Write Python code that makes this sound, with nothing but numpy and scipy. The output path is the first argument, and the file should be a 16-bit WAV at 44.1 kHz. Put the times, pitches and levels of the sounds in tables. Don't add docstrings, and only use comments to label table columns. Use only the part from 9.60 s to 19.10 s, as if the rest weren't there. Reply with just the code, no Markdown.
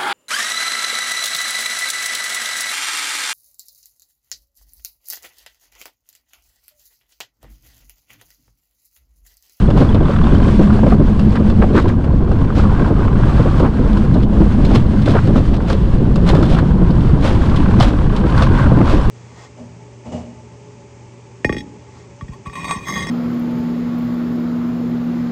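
import sys
import numpy as np
from scipy import signal
from scipy.fft import rfft, irfft
from scipy.io import wavfile
from scipy.ndimage import uniform_filter1d

SR = 44100
rng = np.random.default_rng(int(sys.argv[2]) if len(sys.argv) > 2 else 0)


def put_to_file(sound):
    columns = np.atleast_2d(sound).T
    safe = np.clip(columns, -1, 1)
    whole_steps = np.round(safe * 32767)
    wavfile.write(sys.argv[1], SR, whole_steps.astype(np.int16))


N = 418931
TIME = np.arange(N) / SR


def from_db(db):
    return np.exp(np.log(10) * np.asarray(db) / 20)


def rms_one(x):
    return x / np.sqrt(np.mean(x ** 2) + 1e-20)


def in_time(rows):
    s, *columns = np.transpose(rows)
    return [np.interp(TIME, s, c) for c in columns]


def noise():
    return rng.standard_normal(N)


def cut(x, hz, kind, order=2):
    return signal.sosfilt(signal.butter(order, hz, kind, fs=SR, output="sos"), x)


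def drift(rate_hz):
    return rms_one(cut(rng.standard_normal(N + SR), rate_hz, "low")[SR:])


def colour(x, spectrum, size=8192):
    hz, db = np.transpose(spectrum)
    grid_hz = np.maximum(np.arange(size // 2 + 1) * SR / size, 1)
    gain = from_db(np.interp(np.log(grid_hz), np.log(hz), db))
    cepstrum = irfft(np.log(gain))
    cepstrum[1:size // 2] *= 2
    cepstrum[size // 2 + 1:] = 0
    response = irfft(np.exp(rfft(cepstrum)))
    return signal.fftconvolve(x, response / np.linalg.norm(response))[:N]


def resonate(x, hz, width_hz):
    r = np.exp(-np.pi * width_hz / SR)
    zeros = np.array([1, 0, -1]) * (1 - r * r) / 2
    poles = [1, -2 * r * np.cos(2 * np.pi * hz / SR), r * r]
    return signal.lfilter(zeros, poles, x)


def ring_through(x, modes):
    out = np.zeros(N)
    for k, (hz, width_hz, db) in enumerate(modes):
        share = from_db(db + 1.9 * drift(9))
        out += (-1) ** k * share * resonate(x, hz, width_hz)
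    return out


def narrow_noise(hz, waver_hz):
    phase = 2 * np.pi * np.cumsum(hz) / SR
    return rms_one(drift(waver_hz) * np.cos(phase) + drift(waver_hz) * np.sin(phase))


def swell(s, rise_s, fade_s):
    return np.exp(-np.where(TIME < s, ((TIME - s) / rise_s) ** 2 / 2, (TIME - s) / fade_s))


def bumps(rows):
    return sum(db * np.exp(-((TIME - s) / sigma_s) ** 2 / 2) for s, db, sigma_s in rows)


def grains(per_s, spread_db):
    hits = rng.random(N) < per_s / SR
    size = noise() * from_db(spread_db * np.clip(noise(), -2, 2))
    return rms_one(hits * size)


def add(out, s, sound):
    room = out[int(s * SR):][:len(sound)]
    room += sound[:len(room)]


def scattered(per_s):
    starts = np.arange(0, TIME[-1], 1 / per_s)[:-1]
    return starts + rng.random(len(starts)) / per_s


# pitch_hz [Hz], relative_density_db [dB per Hz]
WIND_SPECTRUM = [(10, -1.5), (22, -1.5), (40, 1.5), (70, -1), (125, -4.5), (190, -8.5), (310, -14.5),
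                 (370, -19), (480, -24.5), (750, -31.5), (1300, -44), (3000, -82.5), (12000, -100)]
# center_s [s], lift_db [dB], sigma_s [s]
GUSTS = [(0.19, 4, 0.039), (.95, 2, 0.23), (2.04, 3.5, 0.059), (4.883, 1.5, 0.19), (5.142, 7, 0.028),
         (5.732, 2.5, 0.04), (6.76, 2.5, 0.24), (7.79, 1.5, 0.25), (8.2, 5, 0.05), (9.045, 0.5, 0.33)]
# center_s [s], drop_db [dB], sigma_s [s]
LULLS = [(0.292, 0, .025), (2.435, 5, 0.025), (2.66, 5, 0.017), (3.415, 1.5, 0.046), (4.119, 3.5, .035),
         (5.622, 12, 0.017), (5.853, 7, 0.02), (8.571, 2, 0.057)]
AIR_DB, AIR_FLUTTER_DB = -13.5, -13.5
SWAY_DB, SWAY_RATE_HZ = 1.5, 5.5


def wind():
    air_db = AIR_DB + bumps(GUSTS) - bumps(LULLS)
    stream = colour(noise(), WIND_SPECTRUM)
    low = rms_one(cut(stream, 277, "low", order=4))
    high = rms_one(cut(stream, 322, "high", order=4))
    rumble = from_db(air_db + SWAY_DB * drift(SWAY_RATE_HZ) + 2.5) * low
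    flutter = from_db(air_db + AIR_FLUTTER_DB + 3.06 * drift(21)) * high
    return rumble + flutter


def wheel_beat(turns_per_s, sharpness, uneven_db):
    turns = np.cumsum(turns_per_s * (1 + 0.021 * drift(10.4))) / SR
    turn_force = from_db(uneven_db * rng.standard_normal(1000))
    force = turn_force[turns.astype(int) % 1000]
    return rms_one(force * np.exp(-sharpness * np.cos(2 * np.pi * turns)))


def grit():
    return rms_one(np.sign(grains(130, spread_db=0)))


# center_s [s], level_db [dB], half_length_s [s]
WHEEL_RATTLES = [(.6, -32, 0.25), (3.348, -39, 0.61), (8.05, -32, .15), (8.516, -36, 0.29),
                 (8.925, -36.5, 0.24)]
# pitch_hz [Hz], relative_density_db [dB per Hz]
RATTLE_SPECTRUM = [(400, -29), (800, -13.5), (1030, 12), (1250, 3.5), (1550, 4.5), (1850, -7), (3200, -9.5),
                   (4000, -17.5), (8000, -44), (13000, -78)]


def wheel_rattle(beat):
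    level = np.zeros(N)
    for s, db, half_length_s in WHEEL_RATTLES:
        level += from_db(db) * np.exp(-((TIME - s) / half_length_s) ** 4 / 2)
    ticks = beat ** 1.3 * grains(3200, spread_db=-2.5)
    return level * rms_one(colour(ticks, RATTLE_SPECTRUM))


# time_s [s], turns_per_s [1/s]
WHEEL_SPEED = [(0, 39), (1.9, 35.6), (3.9, 37), (7.4, 41), (7.95, 36), (8.45, 36.5), (9.5, 33.6)]
# time_s [s], depth [0-1]
FLUTTER = [(0, .3), (.7, 0), (1.6, 0.6), (2.7, 0.2), (3.2, 0.3), (4.1, 0.2), (5.4, 0.5), (5.95, 1),
           (6.5, 0), (7.6, 0.3), (8.05, 0.5), (8.9, 0)]
# time_s [s], level_db [dB before trim]
ROAR_LEVEL = [(0.0, -32), (1.11, -29.5), (1.64, -36.5), (2.27, -34), (2.46, -35.5), (2.8, -35.5),
              (3.09, -28.5), (3.86, -28.5), (4.29, -33), (6.43, -37), (6.88, -30.5), (7.06, -33.5),
              (8.09, -28.5), (8.47, -30), (9.02, -23.5), (9.5, -28.5)]
# time_s [s], level_db [dB before trim]
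HISS_LEVEL = [(0.0, -42), (0.58, -46), (0.74, -40), (0.92, -36), (1.12, -40), (1.38, -45), (2.25, -45),
              (2.43, -51.5), (2.67, -49), (3.04, -45.5), (3.55, -44), (3.68, -41), (3.92, -41),
              (4.15, -45.5), (5.69, -43), (6.48, -46), (6.82, -40), (7.06, -46), (8.23, -40.5),
              (9.5, -41.5)]
# pitch_hz [Hz], width_hz [Hz], relative_level_db [dB]
ROAR_MODES = [(537, 83, 3), (727, 280, 1.5), (983, 192, 6.5), (1142, 166, 4.5), (1405, 364, -1.5),
              (1640, 120, -3)]
# pitch_hz [Hz], width_hz [Hz], relative_level_db [dB]
STEEL_MODES = [(2090, 280, -1.5), (2710, 150, 0), (3040, 100, -0.5), (3360, 91, -1), (3490, 81, 0),
               (4235, 190, -2), (4550, 220, -6), (5330, 170, -16), (6350, 190, -30.5), (8300, 170, -28)]
# pitch_hz [Hz], relative_density_db [dB per Hz]
HISS_SPECTRUM = [(1000, 5.5), (1700, 6.5), (2200, 1), (3150, 0), (3700, -3), (4300, -6), (5200, -9.5),
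                 (6500, -14), (8200, -15.5), (9600, -22), (11500, -28.5), (14000, -53.5), (16000, -65.5)]
ROUGH_PATCH_DB, PATCH_RATE_HZ, HISS_SHARE = 2, 6.3, 1
GRIT_DB = -2.5


def wheels():
    turns_per_s, = in_time(WHEEL_SPEED)
    roar_db, = in_time(ROAR_LEVEL)
    hiss_db, = in_time(HISS_LEVEL)
    depth = np.clip(in_time(FLUTTER)[0], 0, 1)
    patch_db = ROUGH_PATCH_DB * drift(PATCH_RATE_HZ)
    beat = wheel_beat(turns_per_s, sharpness=1.5, uneven_db=1.3)
    load = rms_one(1 - depth + depth * beat)
    roughness = grains(6000, spread_db=-1) * load + from_db(GRIT_DB) * grit()
    roar = ring_through(rms_one(roughness), ROAR_MODES)
    roar = rms_one(cut(roar, 2200, "low", order=3))
    hiss = rms_one(colour(noise(), HISS_SPECTRUM))
    jingle = np.zeros(N)
    for hz, width_hz, db in STEEL_MODES:
        jingle += from_db(db / 2) * resonate(grains(120, spread_db=3), hz, width_hz)
    treble = hiss + from_db(-13.5) * rms_one(jingle)
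    roar_gain = from_db(roar_db + patch_db - 1.9)
    treble_gain = from_db(hiss_db + HISS_SHARE * patch_db + 5.5)
    return wheel_rattle(beat) + roar_gain * roar + treble_gain * treble


KNOCK_T60_S, KNOCK_SCATTER_DB = 0.026, 3.5


def knock(peak_db, dull_db_per_octave, size=4096):
    contact = rng.standard_normal(size) * from_db(-60 * TIME[:size] / KNOCK_T60_S)
    ring = np.zeros(size)
    for k, (hz, width_hz, mode_db) in enumerate(ROAR_MODES):
        scatter_db = KNOCK_SCATTER_DB * rng.standard_normal()
        share = from_db(mode_db + scatter_db - dull_db_per_octave * np.log2(hz))
        ring += (-1) ** k * share * resonate(contact, hz, width_hz)
    ring = cut(ring, 2400, "low")
    return from_db(peak_db) * ring / np.abs(ring).max()


# start_s [s], peak_db [dB], dullness_db_per_octave [dB per octave]
KNOCKS = [(.351, -23, 0), (.405, -19, 7), (.488, -23, 20), (.668, -13, -3), (.887, -16, -3), (.995, -8, 12),
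          (1.102, -12, 3), (1.19, -13, 0), (1.231, -10, 0), (1.321, -11, 8), (1.482, -20, -1),
          (2.152, -11, 7), (2.178, -13, 0), (2.198, -21, -4), (2.256, -15, 13), (2.714, -14.5, -4),
          (2.902, -14, -4), (2.996, -11.5, 0), (3.105, -22, -4), (3.43, -17, -2), (3.481, -17.5, -3),
          (3.633, -13, 0), (4.37, -17, -13), (4.557, -21, 8), (5.157, -12, -5), (5.477, -10.5, 12),
          (5.535, -15, 4), (5.553, -11, 1), (5.567, -12, -1), (5.672, -18, 8), (5.756, -11, 2),
          (6.101, -15.5, -4), (6.7, -12.5, 9), (6.733, -13, 10), (6.767, -20, 1), (6.784, -23, 6),
          (6.806, -15, 0), (6.829, -12.5, -16), (6.967, -13, -6), (8.203, -7, 0), (8.228, -13, 9),
          (8.776, -17, 0), (8.82, -13, 0), (8.868, -9.5, 4), (9.214, -6, 0), (9.278, -13, 0)]
LIGHT_KNOCKS_PER_S, LIGHT_KNOCK_DB, LIGHT_KNOCK_SPREAD_DB = 36, 6.5, 1.3


def knocks():
    out = np.zeros(N)
    for s, peak_db, dull_db in KNOCKS:
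        add(out, s, knock(peak_db, dull_db))
    for s in scattered(LIGHT_KNOCKS_PER_S):
        roar_db = np.interp(s, *np.transpose(ROAR_LEVEL))
        spread_db = LIGHT_KNOCK_SPREAD_DB * rng.standard_normal()
        add(out, s, knock(roar_db + LIGHT_KNOCK_DB + spread_db, 0))
    return out


# start_s [s], end_s [s], level_db [dB], pitch_hz [Hz]
DRONES = [(0, 0.86, -21.5, 210), (0.858, 2.045, -14.5, 209.5), (2.938, 3.103, -21, 208.5),
          (4.288, 5.106, -16.5, 204.9), (5.1, 5.955, -20.5, 212.2), (6.556, 7.309, -24, 183.2),
          (8.091, 8.268, -17, 194.1)]
DRONE_ATTACK_S, DRONE_RELEASE_S, DRONE_IDLE_DB = 0.08, 0.039, -27
DRONE_WAVER_HZ, DRONE_WAVER_RATE_HZ, DRONE_NOISE = 4.2, 12, 0.55
# peak_s [s], level_db [dB], rise_s [s], center_hz [Hz]
SHUDDERS = [(4.031, -15, 0.61, 114), (4.55, -12.5, 0.061, 140), (5.721, -15.5, 0.32, 122),
            (6.75, -16, 0.17, 165), (7.551, -15, 0.47, 155), (9.18, -11.5, 0.28, 118)]
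SHUDDER_FADE_S = 0.024


def hull():
    drone_hz, = in_time([((start + end) / 2, hz) for start, end, db, hz in DRONES])
    drive = from_db(DRONE_IDLE_DB)
    for start, end, db, hz in DRONES:
        attack = np.clip(1 + (TIME - start) / DRONE_ATTACK_S, 0, 1)
        release = np.exp(-np.maximum(TIME - end, 0) / DRONE_RELEASE_S)
        drive = np.maximum(drive, from_db(db) * attack * release)
    wavering_hz = drone_hz + DRONE_WAVER_HZ * drift(DRONE_WAVER_RATE_HZ)
    phase = 2 * np.pi * np.cumsum(wavering_hz) / SR
    tone = (1 + 0.33 * drift(11)) * np.cos(phase)
    drone = rms_one(tone + DRONE_NOISE * narrow_noise(drone_hz, waver_hz=20))
    shake = sum(from_db(db) * swell(s, rise_s, SHUDDER_FADE_S) for s, db, rise_s, hz in SHUDDERS)
    shake_hz, = in_time([(s, hz) for s, db, rise_s, hz in SHUDDERS])
    return drive * drone + shake * narrow_noise(shake_hz, waver_hz=24.3)


THUMPS_PER_S, THUMP_DB, THUMP_T60_S = 18, -17.5, 0.08
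THUMP_LOW_HZ, THUMP_HIGH_HZ, THUMP_DB_PER_OCTAVE = 250, 558.6, -7


def thumps(size=8192):
    out, age = np.zeros(N), TIME[:size]
    envelope = from_db(-60 * age / THUMP_T60_S) * (1 - np.exp(-age / 0.0029))
    envelope = envelope / envelope.max()
    for s in scattered(THUMPS_PER_S):
        octaves = rng.random() * np.log2(THUMP_HIGH_HZ / THUMP_LOW_HZ)
        gain = from_db(THUMP_DB + THUMP_DB_PER_OCTAVE * octaves)
        tone = np.sin(2 * np.pi * THUMP_LOW_HZ * 2 ** octaves * age)
        add(out, s, gain * envelope * tone)
    return out


# center_s [s], level_db [dB], pitch_hz [Hz]
SQUEAKS = [(.028, -37, 3110), (.077, -37, 3380), (.111, -35, 3420), (.293, -31, 3360), (0.327, -33, 3060),
           (.436, -41.5, 3060), (.455, -37, 3480), (.511, -35, 3430), (.564, -40, 3430), (.64, -30, 3430),
           (.67, -39, 3560), (.713, -35, 3400), (.758, -30, 3090), (.836, -36, 3110)]


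def squeaks():
    out = np.zeros(N)
    for s, db, hz in SQUEAKS:
        envelope = np.exp(-((TIME - s) / 0.0039) ** 2)
        out += from_db(db) * envelope * np.sin(2 * np.pi * hz * TIME)
    return out * (1 + 0.18 * drift(250))


# start_s [s], drive_db [dB]
EDDIES = [(0.078, -11), (0.207, -5), (0.344, -8.5), (0.405, -11), (0.486, -11), (0.724, -8.5),
          (0.993, -2.5), (1.229, -8.5), (1.262, -6.5), (1.319, -9), (1.395, -9), (1.796, -13),
          (2.102, -11.5), (2.255, -16), (2.38, -16), (2.61, -16), (2.968, -11), (3.209, -12), (3.27, -19),
          (3.3, -10.5), (3.649, -17.5), (3.793, -10), (3.852, -11.5), (3.993, -9), (4.024, -10),
          (4.19, -12), (4.554, -10), (4.803, -8.5), (5.476, -7.5), (5.672, -11.5), (5.754, -10.5),
          (6.404, -17), (6.627, -19), (6.729, -11.5), (6.777, -11.5), (6.812, -11.5), (7.212, -14.5),
          (8.64, -11.5), (9.116, -6.5), (9.168, -7), (9.203, -7), (9.327, -6.5)]
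# pitch_hz [Hz], relative_density_db [dB per Hz]
EDDY_SPECTRUM = [(60, -7.5), (170, 5), (300, 6), (440, -3), (580, -5), (830, -20.5), (1080, -17.5),
                 (1550, -27), (2000, -39), (4000, -49.5), (12000, -91)]
EDDY_ATTACK_S, EDDY_LENGTH_S = 0.0025, 0.035


def eddies():
    burst = np.zeros(N)
    for s, db in EDDIES:
        span = (TIME >= s) & (TIME < s + 0.2)
        age = TIME[span] - s
        attack = 1 - np.exp(-age / EDDY_ATTACK_S)
        decay = np.exp(-(1.255 * age / EDDY_LENGTH_S) ** 2)
        burst[span] += from_db(db) * attack * decay
    swirl = colour(noise(), EDDY_SPECTRUM)
    swirl = swirl / np.sqrt(uniform_filter1d(swirl ** 2, size=400))
    thump = rms_one(cut(resonate(noise(), 150, 76), 260, "low"))
    return burst * (swirl + from_db(-3.5) * thump)


# start_s [s], drive_db [dB], body_db [dB relative to drive]
CLANKS = [(.1, -25, 11), (0.174, -22.5, 8.5), (.344, -22, -8), (1.592, -22, 4.5), (1.755, -21, 6.5),
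          (1.898, -21, 7), (2.44, -30, 10), (2.715, -26.5, 7), (3.996, -19, 5), (4.329, -29, -10),
          (4.371, -25.5, 1), (4.54, -24.5, -2), (4.626, -24.5, -16), (5.047, -16, -8), (5.149, -9.5, -5),
          (5.419, -26, -8), (5.457, -17.5, -14), (5.503, -19, -3), (5.669, -24.5, -5), (5.964, -27, 5),
          (6.099, -19.5, 7), (6.128, -21.5, -2), (6.556, -19.5, 4), (6.675, -17, -1), (6.688, -11, -10),
          (6.747, -20.5, 8), (6.763, -30, 0), (6.826, -17.5, -5), (6.852, -24, 1), (6.897, -17, -5),
          (6.92, -25, -2), (6.944, -21, 6), (6.986, -22, 6.5), (7.303, -27, -5), (7.404, -28, -12),
          (7.894, -26, -10), (7.96, -15.5, -6), (8.2, -6, 0.5), (8.224, -11, -2), (8.561, -18, 1),
          (8.777, -21, -8), (8.82, -12, 4)]
# peak_s [s], drive_db [dB], rise_s [s]
SCRAPES = [(.205, -27.5, 0.027), (2.18, -25.5, 0.028), (2.29, -31.5, 0.0084), (2.988, -25, 0.025),
           (5.11, -30, 0.02), (5.154, -22, 0.011), (5.5, -24.5, 0.027), (5.77, -26, 0.01),
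           (5.941, -29, .006), (6.109, -25, 0.022), (6.694, -23, 0.018), (6.939, -28, 0.041),
           (7.671, -21, 0.035), (8.236, -19.5, 0.025), (8.835, -23.5, 0.017), (9.31, -24, 0.04)]
# pitch_hz [Hz], relative_density_db [dB per Hz]
CHASSIS_SPECTRUM = [(300, -36), (520, 20), (800, 11), (1200, 11), (2100, 2), (3300, 2), (4200, -1.5),
                    (5500, -8), (7000, -13.5), (8600, -18), (11500, -26.5), (15000, -50)]
CLANK_ATTACK_S, CLANK_T60_S = 0.00099, 0.063
AFTER_RATTLE_DB, AFTER_RATTLE_T60_S, RAGGED_DB = -25, 0.11, 7
SCRAPE_FADE_S, FADE_PER_RISE = 0.011, 1.2


def chassis():
    force, body, scrape = np.zeros((3, N))
    ragged = from_db(RAGGED_DB * drift(90))
    for s, db, body_db in CLANKS:
        span = (TIME >= s) & (TIME < s + 0.5)
        age = TIME[span] - s
        strike = from_db(-60 * age / CLANK_T60_S)
        after = ragged[span] * from_db(AFTER_RATTLE_DB - 60 * age / AFTER_RATTLE_T60_S)
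        blow = from_db(db) * (strike + after) * (1 - np.exp(-age / CLANK_ATTACK_S))
        force[span] += blow
        body[span] += blow * from_db(body_db)
    for s, db, rise_s in SCRAPES:
        scrape += from_db(db) * swell(s, rise_s, SCRAPE_FADE_S + FADE_PER_RISE * rise_s)
    chatter = grains(3200, spread_db=0)
    crack = cut(cut(chatter * force, 2200, "high"), 16000, "low", order=1)
    thud = cut(chatter * body, 2600, "low", order=3)
    catching = from_db(1.5 * drift(70))
    scraping = scrape * catching * grains(9000, spread_db=2.5)
    ring_drive = from_db(2.5) * force * chatter + from_db(-17.5) * scraping
    direct = from_db(-2) * (crack + thud) + scraping
    return colour(direct, CHASSIS_SPECTRUM) + ring_through(ring_drive, STEEL_MODES)


# center_s [s], level_db [dB], sigma_s [s], resonance_hz [Hz]
SLAPS = [(1.326, -19.5, 0.0046, 970), (1.756, -26.5, .004, 1480), (1.772, -22.5, 0.0062, 1320),
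         (2.024, -17, 0.0039, 1330), (2.035, -12, 0.0092, 760), (2.167, -8.5, 0.021, 374),
         (2.18, -17, 0.016, 1230), (2.302, -26, 0.0065, 1340), (4.056, -21.5, 0.018, 1070),
         (5.557, -14, 0.012, 594), (5.561, -23, 0.011, 1230), (5.586, -22, 0.0051, 1300),
         (5.591, -26.5, 0.004, 1540), (6.99, -23.5, 0.013, 1360)]


def slaps():
    out = np.zeros(N)
    turbulence = noise()
    for s, db, sigma_s, hz in SLAPS:
        span = np.abs(TIME - s) < 0.1
        hollow = resonate(turbulence[span], hz, 0.61 * hz)
        rasp = rms_one(cut(hollow, 0.82 * hz, "low"))
        out[span] += from_db(db) * np.exp(-((TIME[span] - s) / sigma_s) ** 2 / 2) * rasp
    return out


def scene():
    air = wind() + eddies() + slaps()
    sled = wheels() + knocks() + squeaks() + hull() + thumps() + chassis()
    return (air + sled)[None]


def limiter(x, ceiling, release_db_per_s):
    over_db = 20 * np.log10(np.maximum(np.abs(x) / ceiling, 1))
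    ramp_db = release_db_per_s * TIME
    held_db = np.maximum.accumulate(over_db + ramp_db, axis=-1) - ramp_db
    smooth_db = uniform_filter1d(uniform_filter1d(held_db, size=96), size=64)
    return x * from_db(-smooth_db)


CUTOFF_HZ = 15500


def record(dry):
    bass = signal.sosfiltfilt(signal.butter(2, 170, fs=SR, output="sos"), dry)
    tamed = limiter(bass, ceiling=0.61, release_db_per_s=132) + dry - bass
    limited = limiter(tamed, ceiling=0.96, release_db_per_s=400)
    return cut(np.clip(limited, -1, 1), CUTOFF_HZ, "low", order=12)


dry = scene()
out = record(dry)
put_to_file(out)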